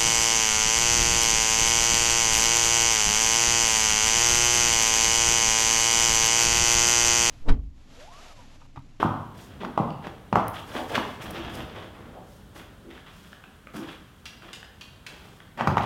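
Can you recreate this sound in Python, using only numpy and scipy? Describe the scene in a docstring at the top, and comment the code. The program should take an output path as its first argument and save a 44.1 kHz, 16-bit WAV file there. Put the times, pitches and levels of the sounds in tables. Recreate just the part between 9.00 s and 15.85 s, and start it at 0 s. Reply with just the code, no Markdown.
"""A horse steps on the hard dirt floor of a wooden barn aisle, drags its hooves, stands, and walks on.
Each impact excites damped modes, a hollow clop in the hoof and a thud of weight in the ground,
and these reverberate down the aisle. Stick-slip friction scrapes grit and shavings underfoot.
While the horse stands, the buckles of its tack clink and wood taps. Soft rustles, like clothing,
come and go close by, and a faint low rumble swells once, like wind."""
import sys
import numpy as np
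from scipy import signal
from scipy.fft import rfft, irfft, next_fast_len
from scipy.io import wavfile

SR = 44100
rng = np.random.default_rng(int(sys.argv[2]) if len(sys.argv) > 2 else 0)


def unload_wav(signal):
    """Save mono or channel-first audio to the path in sys.argv[1] as 16-bit WAV at rate SR, clipped to [-1, 1]."""
    wavfile.write(
        sys.argv[1],
        SR,
        np.round(np.clip(np.atleast_2d(signal).T, -1, 1) * 32767).astype(np.int16),
    )


N = 302085
T = np.arange(N) / SR
BLOW = T[:SR // 3]   # time axis of one impact

# hoof contacts, and at 1.953 s a gritty crunch as a scuff ends, struck the same way: start_s, level_db,
# clop_hz, weight_share, thud_hz, hardness_hz, weight_lag_s, reverb_db
FOOTFALLS = [(0.028, -5.5, 1000, 0.9, 159, 1270, 0.015, 0), (0.633, -23, 870, 1, 214, 1090, 0, -1),
             (0.648, -19.5, 1195, 0.3, 203, 1800, 0.012, -3.5),
             (0.776, -7.5, 825, 0.88, 163, 980, 0.019, 0), (1.069, -25, 965, 0.8, 177, 2100, 0, -6),
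             (1.327, -9, 900, 0.81, 125, 1960, 0.001, -0.5), (1.356, -4, 952, 0.27, 141, 1750, 0.014, -0.5),
             (1.953, -21, 915, 0.2, 197, 10200, 0.0043, -4),
             (1.9784, -12, 1040, 0.83, 281, 1520, 0.0011, -1.5),
             (6.6085, -12, 966, 0.42, 172, 3370, 0.0031, 1), (6.6727, -7, 996, 0.86, 104, 3330, 0.00056, 0),
             (6.77, -5, 880, 0.25, 117.6, 2120, 0.0012, -1), (6.7802, -11, 956, 0.1, 115, 4600, 0, -3.5)]


def from_db(db):
    """Decibels to amplitude ratio."""
    return 10 ** (np.asarray(db) / 20)


def rms_one(x):
    """Normalise to unit rms."""
    return x / np.sqrt(np.mean(x ** 2) + 1e-20)


def peak_one(x):
    """Normalise to unit peak."""
    return x / np.max(np.abs(x))


def at_hz(points, hz):
    """Interpolate a table on a log-frequency axis."""
    frequencies, values = np.transpose(points)
    return np.interp(np.log(hz + 1e-3), np.log(frequencies), values)


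def add(track, start_s, sound):
    """Superposition: sum a sound into a track."""
    start = max(0, round(start_s * SR))
    part = sound[:max(0, N - start)]
    track[start:start + len(part)] += part


def coloured(x, spectrum):
    """Spectral shaping to unit rms, with steep skirts beyond the table's ends."""
    size = next_fast_len(len(x))
    hz = np.fft.rfftfreq(size, 1 / SR) + 1e-3
    low_skirt = 1 + (spectrum[0][0] / hz / 1.2) ** 6
    high_skirt = 1 + (hz / spectrum[-1][0] / 1.2) ** 6
    gain = from_db(at_hz(spectrum, hz)) / np.sqrt(low_skirt * high_skirt)
    return rms_one(irfft(rfft(x, size) * gain, size)[:len(x)])


def burst(spectrum, t60_s):
    """A broadband transient: shaped noise with exponential decay."""
    noise = coloured(rng.standard_normal(len(BLOW)), spectrum)
    return peak_one(noise * from_db(-60 * BLOW / t60_s))


def struck(modes, pitch_hz, uneven_db=2, detune=0.03):
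    """Modal vibration: damped sines of alternating sign, their strength and tuning set by the spot hit."""
    ratio, db, t60_s = np.transpose(modes)[:, :, None]
    strength, tuning = rng.standard_normal((2, len(modes), 1))
    hz = pitch_hz * ratio * (1 + detune * tuning)
    sign = (-1) ** np.arange(len(modes))[:, None]
    decay = from_db(db + uneven_db * strength - 60 * BLOW / t60_s)
    return peak_one(np.sum(sign * decay * np.sin(2 * np.pi * hz * BLOW), axis=0))


def background(rumble_db, air_db):
    """Noise floor: a steady hiss and a faint low rumble that swells once, like wind."""
    # course of the rumble: time_s, level_db
    rumble_levels = [(0, -46), (1.2, -48), (2.1, -47.5), (2.3, -40.5), (2.8, -47), (3.4, -50), (4.5, -53.5),
                     (6.85, -53)]
    # spectra of rumble and hiss: frequency_hz, density_db
    rumble_spectrum = [(20, -19), (35, 1), (65, 4), (120, 0.5), (200, -0.5), (320, -8.5), (600, -11)]
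    air_spectrum = [(200, 10.5), (500, -13.5), (950, 0), (1550, 2), (2400, -8), (3200, -3), (4800, -13.5),
                    (8000, -14.5), (16000, -18)]
    envelope = from_db(rumble_db + np.interp(T, *np.transpose(rumble_levels)))
    rumble = envelope * coloured(rng.standard_normal(N), rumble_spectrum)
    return rumble + from_db(air_db) * coloured(rng.standard_normal(N), air_spectrum)


def aisle(first_echo_s, build_s, echo_share):
    """Impulse response of plank walls: early reflections merge into a tail that dies band by band."""
    # reverberation time: frequency_hz, t60_s
    decay_times = [(60, 1.5), (160, 0.5), (420, 0.5954), (1100, 0.61), (3000, 0.78), (8000, 0.37),
                   (16000, 0.42)]
    # spectrum of the reflections: frequency_hz, gain_db
    wall_spectrum = [(50, -3.5), (150, 1), (400, 4), (1100, 1), (2000, -3), (5000, 0), (15000, 3.5)]
    size = SR * 2 // 3
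    t, hz = T[:size], np.fft.rfftfreq(size, 1 / SR) + 1e-3
    early = rng.standard_normal(size) * (rng.random(size) < 600 / SR)   # 600 reflections a second
    share = echo_share * np.exp(-t / 0.079)
    echoes = rfft(np.sqrt(share) * rms_one(early) + np.sqrt(1 - share) * rng.standard_normal(size))
    centres_hz, tail = np.geomspace(60, 16000, 10), 0
    for centre, selector in zip(centres_hz, np.eye(len(centres_hz))):
        band = irfft(echoes * np.interp(np.log(hz), np.log(centres_hz), selector), size)
        tail += band * from_db(at_hz(wall_spectrum, centre) - 60 * t / at_hz(decay_times, centre))
    onset = np.clip((t - first_echo_s) / build_s, 0, 1)
    return tail * onset / np.sqrt(SR / 20)


def wall_echoes(x):
    """Specular reflection: flat wooden surfaces return delayed, weaker copies."""
    # echoes off the roof and the far end: delay_s, gain_db
    reflections = [(.03, -15), (.112, -18)]
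    out = np.zeros(N)
    for delay_s, db in reflections:
        add(out, delay_s, from_db(db) * x)
    return out


def snaps(snap_db):
    """Brittle ticks close by: very short transients, rich in treble."""
    # ticks: start_s, level_db
    ticks = [(1.4814, -30.5), (2.3063, -40), (2.3098, -37.5)]
    # spectrum of a tick: frequency_hz, density_db
    tick_spectrum = [(3000, -2), (7000, -9), (11000, 3), (16000, 0)]
    out = np.zeros(N)
    for start_s, db in ticks:
        add(out, start_s, from_db(db + snap_db) * burst(tick_spectrum, t60_s=0.012))
    return out


def rustling(dry_noise):
    """Amplitude modulation: soft, dry, high rustles close by, like clothing, swell and fade."""
    # rustles: start_s, length_s, level_db
    rustles = [(0.34, 0.14, -59.5), (1.48, 0.83, -57.5), (2.21, 0.049, -50), (2.49, 0.11, -55),
               (3.22, 0.24, -64.5), (3.54, 0.072, -58.5), (4.1, 0.29, -65), (4.73, 0.075, -55),
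               (6.07, 0.41, -66)]
    return strokes(rustles, lambda length: length / 2) * dry_noise


def buckles(clink_db, bounce_db, bounce_s, splash_db):
    """Inelastic rebound: a buckle clacks and rings four times, ever weaker, under a splash of treble."""
    # clinks of the tack: start_s, level_db, pitch_hz, bright_db, ring_db
    clinks = [(5.2557, -31, 5060, -84, -8), (5.5309, -34, 5230, -63, 2), (5.811, -36.5, 4610, -79, 4),
              (6.065, -30, 4100, -66, -10)]
    # modes of a buckle: pitch_ratio, level_db, t60_s
    buckle_modes = [(.43, -12, 0.0091), (.55, 4, 0.046), (.7, 9, 0.01), (.84, -4, 0.0068), (.98, 1, 0.021),
                    (1.33, -3, 0.0091), (1.62, -13, 0.01)]
    out = np.zeros(N)
    for start_s, db, pitch_hz, bright_db, ring_db in clinks:
        for bounce in range(4):
            clack = burst([(1200, 0), (2500, 5.5), (5000, -1.5), (8000, -13)], t60_s=0.022)
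            ring = from_db(ring_db) * struck(buckle_modes, pitch_hz, detune=0.02)
            gain = from_db(db + clink_db + bounce * bounce_db)
            add(out, start_s + bounce * bounce_s, gain * (clack + ring))
        splash = burst([(4000, -15), (8000, 11), (15000, -12)], t60_s=0.041)
        add(out, start_s, from_db(bright_db + splash_db) * splash)
    return out


def wood_taps(tap_db):
    """Light impacts on wood: heavily damped modes with a burst of contact noise."""
    # taps: start_s, level_db, pitch_hz
    taps = [(0.905, -34, 2690), (3.616, -38, 1440), (3.911, -35, 1930), (3.977, -37, 1670),
            (4.067, -42, 2080), (4.082, -35.5, 1230), (4.33, -31.5, 1630), (4.439, -33, 1420),
            (4.44, -34, 704), (4.671, -31.5, 1280), (5.421, -38, 1450), (5.629, -30, 1740),
            (6.403, -32.5, 1820)]
    # modes of a light piece of wood: pitch_ratio, level_db, t60_s
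    wood_modes = [(.45, -4, 0.012), (.86, 1, 0.011), (1, 6.5, 0.012), (1.15, 1, .011), (1.8, 1, 0.009)]
    out = np.zeros(N)
    for start_s, db, pitch_hz in taps:
        ring = struck(wood_modes, pitch_hz, uneven_db=0)
        contact = burst([(600, 1.0), (1500, 8), (3300, 0), (5000, -20)], t60_s=0.035)
        add(out, start_s, from_db(db + tap_db) * (ring + 0.45 * contact))
    return out


def rubs(width_octaves):
    """Resonance: friction noise swells and fades in one hollow band."""
    # hollow rubs: start_s, length_s, centre_hz, level_db
    rub_strokes = [(0.597, 0.063, 225, -34), (1.758, 0.063, 686, -36.5), (1.896, 0.043, 590, -33.5),
                   (3.126, 0.085, 580, -46), (3.817, 0.11, 320, -49.5), (4.728, 0.095, 224, -38),
                   (6.584, 0.037, 804, -29), (6.584, 0.03, 1800, -34.5)]
    edge = 2 ** (width_octaves / 2)
    out = np.zeros(N)
    for start_s, length_s, hz, db in rub_strokes:
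        band = signal.butter(2, [hz / edge, hz * edge], "band", fs=SR, output="sos")
        friction = rms_one(signal.sosfilt(band, rng.standard_normal(len(BLOW))))
        envelope = np.sin(np.pi * np.minimum(BLOW / length_s, 1))
        add(out, start_s, from_db(db) * friction * envelope)
    return out


def grains(per_s, spread_db, clump_db):
    """Stick-slip motion: random clicks of uneven size, louder and softer in clumps."""
    sizes = from_db(spread_db * np.minimum(rng.exponential(1, N), 4)) * rng.choice([-1, 1], N)
    hits = rng.random(N) < per_s / SR
    clumps = np.interp(T * 90, np.arange(4000), rng.standard_normal(4000))   # 90 values a second
    return sizes * hits * from_db(clump_db * clumps)


def strokes(rows, top_at, exponent=0.77):
    """Power law: amplitude follows a pressure that peaks top_at(length_s) into each stroke."""
    envelope = np.zeros(N)
    for start_s, length_s, db in rows:
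        top_s = np.clip(top_at(length_s), 0, length_s)
        pressure = np.interp(T - start_s, [0, top_s, length_s], [0, 1, 0])
        envelope += from_db(db) * pressure ** exponent
    return envelope


def dry_friction(level_db):
    """Dense, tiny slips merge into a dry, high noise."""
    # spectrum of the noise: frequency_hz, density_db
    dry_spectrum = [(3000, 2), (5000, 7), (8000, 2.5), (12000, 0.5), (16000, -3)]
    return from_db(level_db) * coloured(grains(14000, spread_db=1.5, clump_db=3.5), dry_spectrum)


def scraping(dry_noise, clod_db, grit_db, shavings_db, attack_s, release_s):
    """Granular friction: a sliding hoof knocks over clods, grinds sand and brushes dry shavings."""
    # spectra of clods and sand: frequency_hz, density_db
    clod_spectrum = [(110, 0), (220, 0), (400, 0.5), (750, -3.5), (1200, -6), (1700, -9)]
    grit_spectrum = [(900, 2), (1500, 5.5), (2300, -0.5), (3300, 4), (4200, -9), (5500, -15.5), (8000, -29),
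                     (15000, -56)]
    # a swinging hoof ploughs deeper, then comes free: start_s, length_s, level_db
    scuffs = [(0, 0.047, -36), (0.6, 0.058, -45), (1.02, 0.083, -44), (1.67, 0.15, -38),
              (1.888, 0.096, -34.5), (2.38, 0.27, -53.5), (6.574, 0.025, -42), (6.795, 0.088, -41)]
    # a planted hoof slides to rest: start_s, length_s, level_db, clod_boost_db
    shifts = [(0.34, 0.38, -53, -4), (1.533, 0.083, -41, -5), (1.945, 0.029, -27.5, -17),
              (2.198, 0.23, -43.5, 0.5), (2.334, 0.54, -45.5, 0.5), (2.745, 0.17, -49.5, 4),
              (2.93, 0.33, -60, 10), (3.545, 0.12, -48.5, -2), (3.89, 0.15, -50, -7),
              (4.05, 0.39, -52, -24), (4.732, 0.2, -46, -1.5), (4.865, 0.11, -43, -13.5),
              (5.416, 0.22, -50, -4), (6.068, 0.43, -56, -1)]
    clods = from_db(clod_db) * coloured(grains(3000, spread_db=3, clump_db=3.5), clod_spectrum)
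    grit = from_db(grit_db) * coloured(grains(1800, spread_db=3, clump_db=4), grit_spectrum)
    shavings = from_db(shavings_db) * dry_noise
    skids = [(s, 0.078, db - 42, 6) for s, db, *_ in FOOTFALLS]   # every landing slides a little
    slides = shifts + skids
    scuff = strokes(scuffs, lambda length: length - release_s, exponent=0.8)
    slide = strokes([(s, length, db) for s, length, db, _ in slides], lambda _: attack_s)
    loosened = strokes([(s, length, db + boost) for s, length, db, boost in slides], lambda _: attack_s)
    return (from_db(3.5) * scuff + loosened) * clods + (scuff + slide) * (grit + shavings)


def hooves(clop_db, thud_db, push_db, crack_db, contact_s, load_cycles, roll_s):
    """Impact excitation: the hoof wall clops, the sole expels air, grit cracks and the ground thuds."""
    # modes of the hoof wall and of the loaded ground: pitch_ratio, level_db, t60_s
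    hoof_modes = [(.76, 2.5, 0.0049), (.95, 3.5, 0.0089), (1.25, 1.5, 0.0072), (1.56, -6.5, 0.0076),
                  (2.05, -13, 0.0047), (3.2, -13.5, 0.0075)]
    ground_modes = [(.55, -11.5, 0.048), (.8, 2.5, 0.033), (1, 2.5, 0.028), (1.45, -4, 0.038),
                    (2.05, -7.5, 0.025), (3.3, -8.5, 0.019)]
    # spectrum of crushed grit: frequency_hz, density_db
    crack_spectrum = [(900, -15), (1900, 13), (3100, -1), (4200, -6), (6000, -8.5), (9000, -23.5),
                      (16000, -28)]
    low_cut = signal.butter(2, 82, "high", fs=SR, output="sos")   # keeps deep bass out of thud and push
    air_push = signal.sosfilt(low_cut, np.sin(2 * np.pi * BLOW / 0.0038) * np.exp(-BLOW / 0.0019))
    out = np.zeros(N)
    for start_s, db, clop_hz, weight_share, thud_hz, hardness_hz, weight_lag_s, reverb_db in FOOTFALLS:
        contact = 1 - np.exp(-(BLOW / contact_s) ** 2)
        cushion = signal.butter(2, hardness_hz, fs=SR, output="sos")   # softer dirt absorbs more treble
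        clop = signal.sosfilt(cushion, struck(hoof_modes, clop_hz) * contact)
        loading = 1 - np.exp(-(BLOW * thud_hz / load_cycles) ** 2)
        thud = signal.sosfilt(low_cut, struck(ground_modes, thud_hz) * loading)
        late_thud = np.interp(BLOW - weight_lag_s, BLOW, thud)
        crack = hardness_hz / 2100 * burst(crack_spectrum, t60_s=0.034)
        weight = from_db(db) * weight_share
        trapped = np.exp(-weight_lag_s / roll_s)   # a flat landing traps more air than a rolling one
        step = from_db(db + clop_db) * peak_one(clop)
        step += weight * from_db(push_db) * trapped * air_push
        step += weight * from_db(thud_db) * peak_one(late_thud)
        step += from_db(0.47 * db + crack_db) * crack   # grows more slowly than the step
        add(out, start_s, step)
        # each landing spot has its own pattern of reflections
        response = aisle(first_echo_s=0.0017, build_s=0.00054, echo_share=0.32)
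        add(out, start_s, from_db(reverb_db) * signal.fftconvolve(step, response))
    return out


def scene():
    """Direct sound, echoes and reverberation superpose on the noise floor."""
    steps = hooves(clop_db=0.5, thud_db=-7.5, push_db=-1, crack_db=-21.5,
                   contact_s=0.00059, load_cycles=1.14, roll_s=0.014)
    small_sounds = buckles(clink_db=1, bounce_db=-1.5, bounce_s=0.0036, splash_db=22.5)
    small_sounds += wood_taps(tap_db=-3) + rubs(width_octaves=0.95)
    dry_noise = dry_friction(level_db=0.5)
    friction = scraping(dry_noise, clod_db=2, grit_db=-1.5, shavings_db=-19,
                        attack_s=0.014, release_s=0.045) + rustling(dry_noise)
    ticks = snaps(snap_db=6.5)
    to_walls = from_db(1.5) * small_sounds + from_db(-0.5) * friction + from_db(-7) * ticks
    response = aisle(first_echo_s=0.0087, build_s=0.0012, echo_share=0.8)
    reverb = signal.fftconvolve(to_walls, response)[:N]
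    sources = steps + small_sounds + friction + ticks
    echoes = wall_echoes(steps + small_sounds)
    return (sources + echoes + reverb + background(rumble_db=0.5, air_db=-58))[None]


def record(dry):
    """Band limiting: a steep low-pass filter at 16 kHz."""
    return signal.sosfilt(signal.ellip(10, 0.2, 80, 16000, fs=SR, output="sos"), dry)


dry = scene()
out = record(dry)
unload_wav(out)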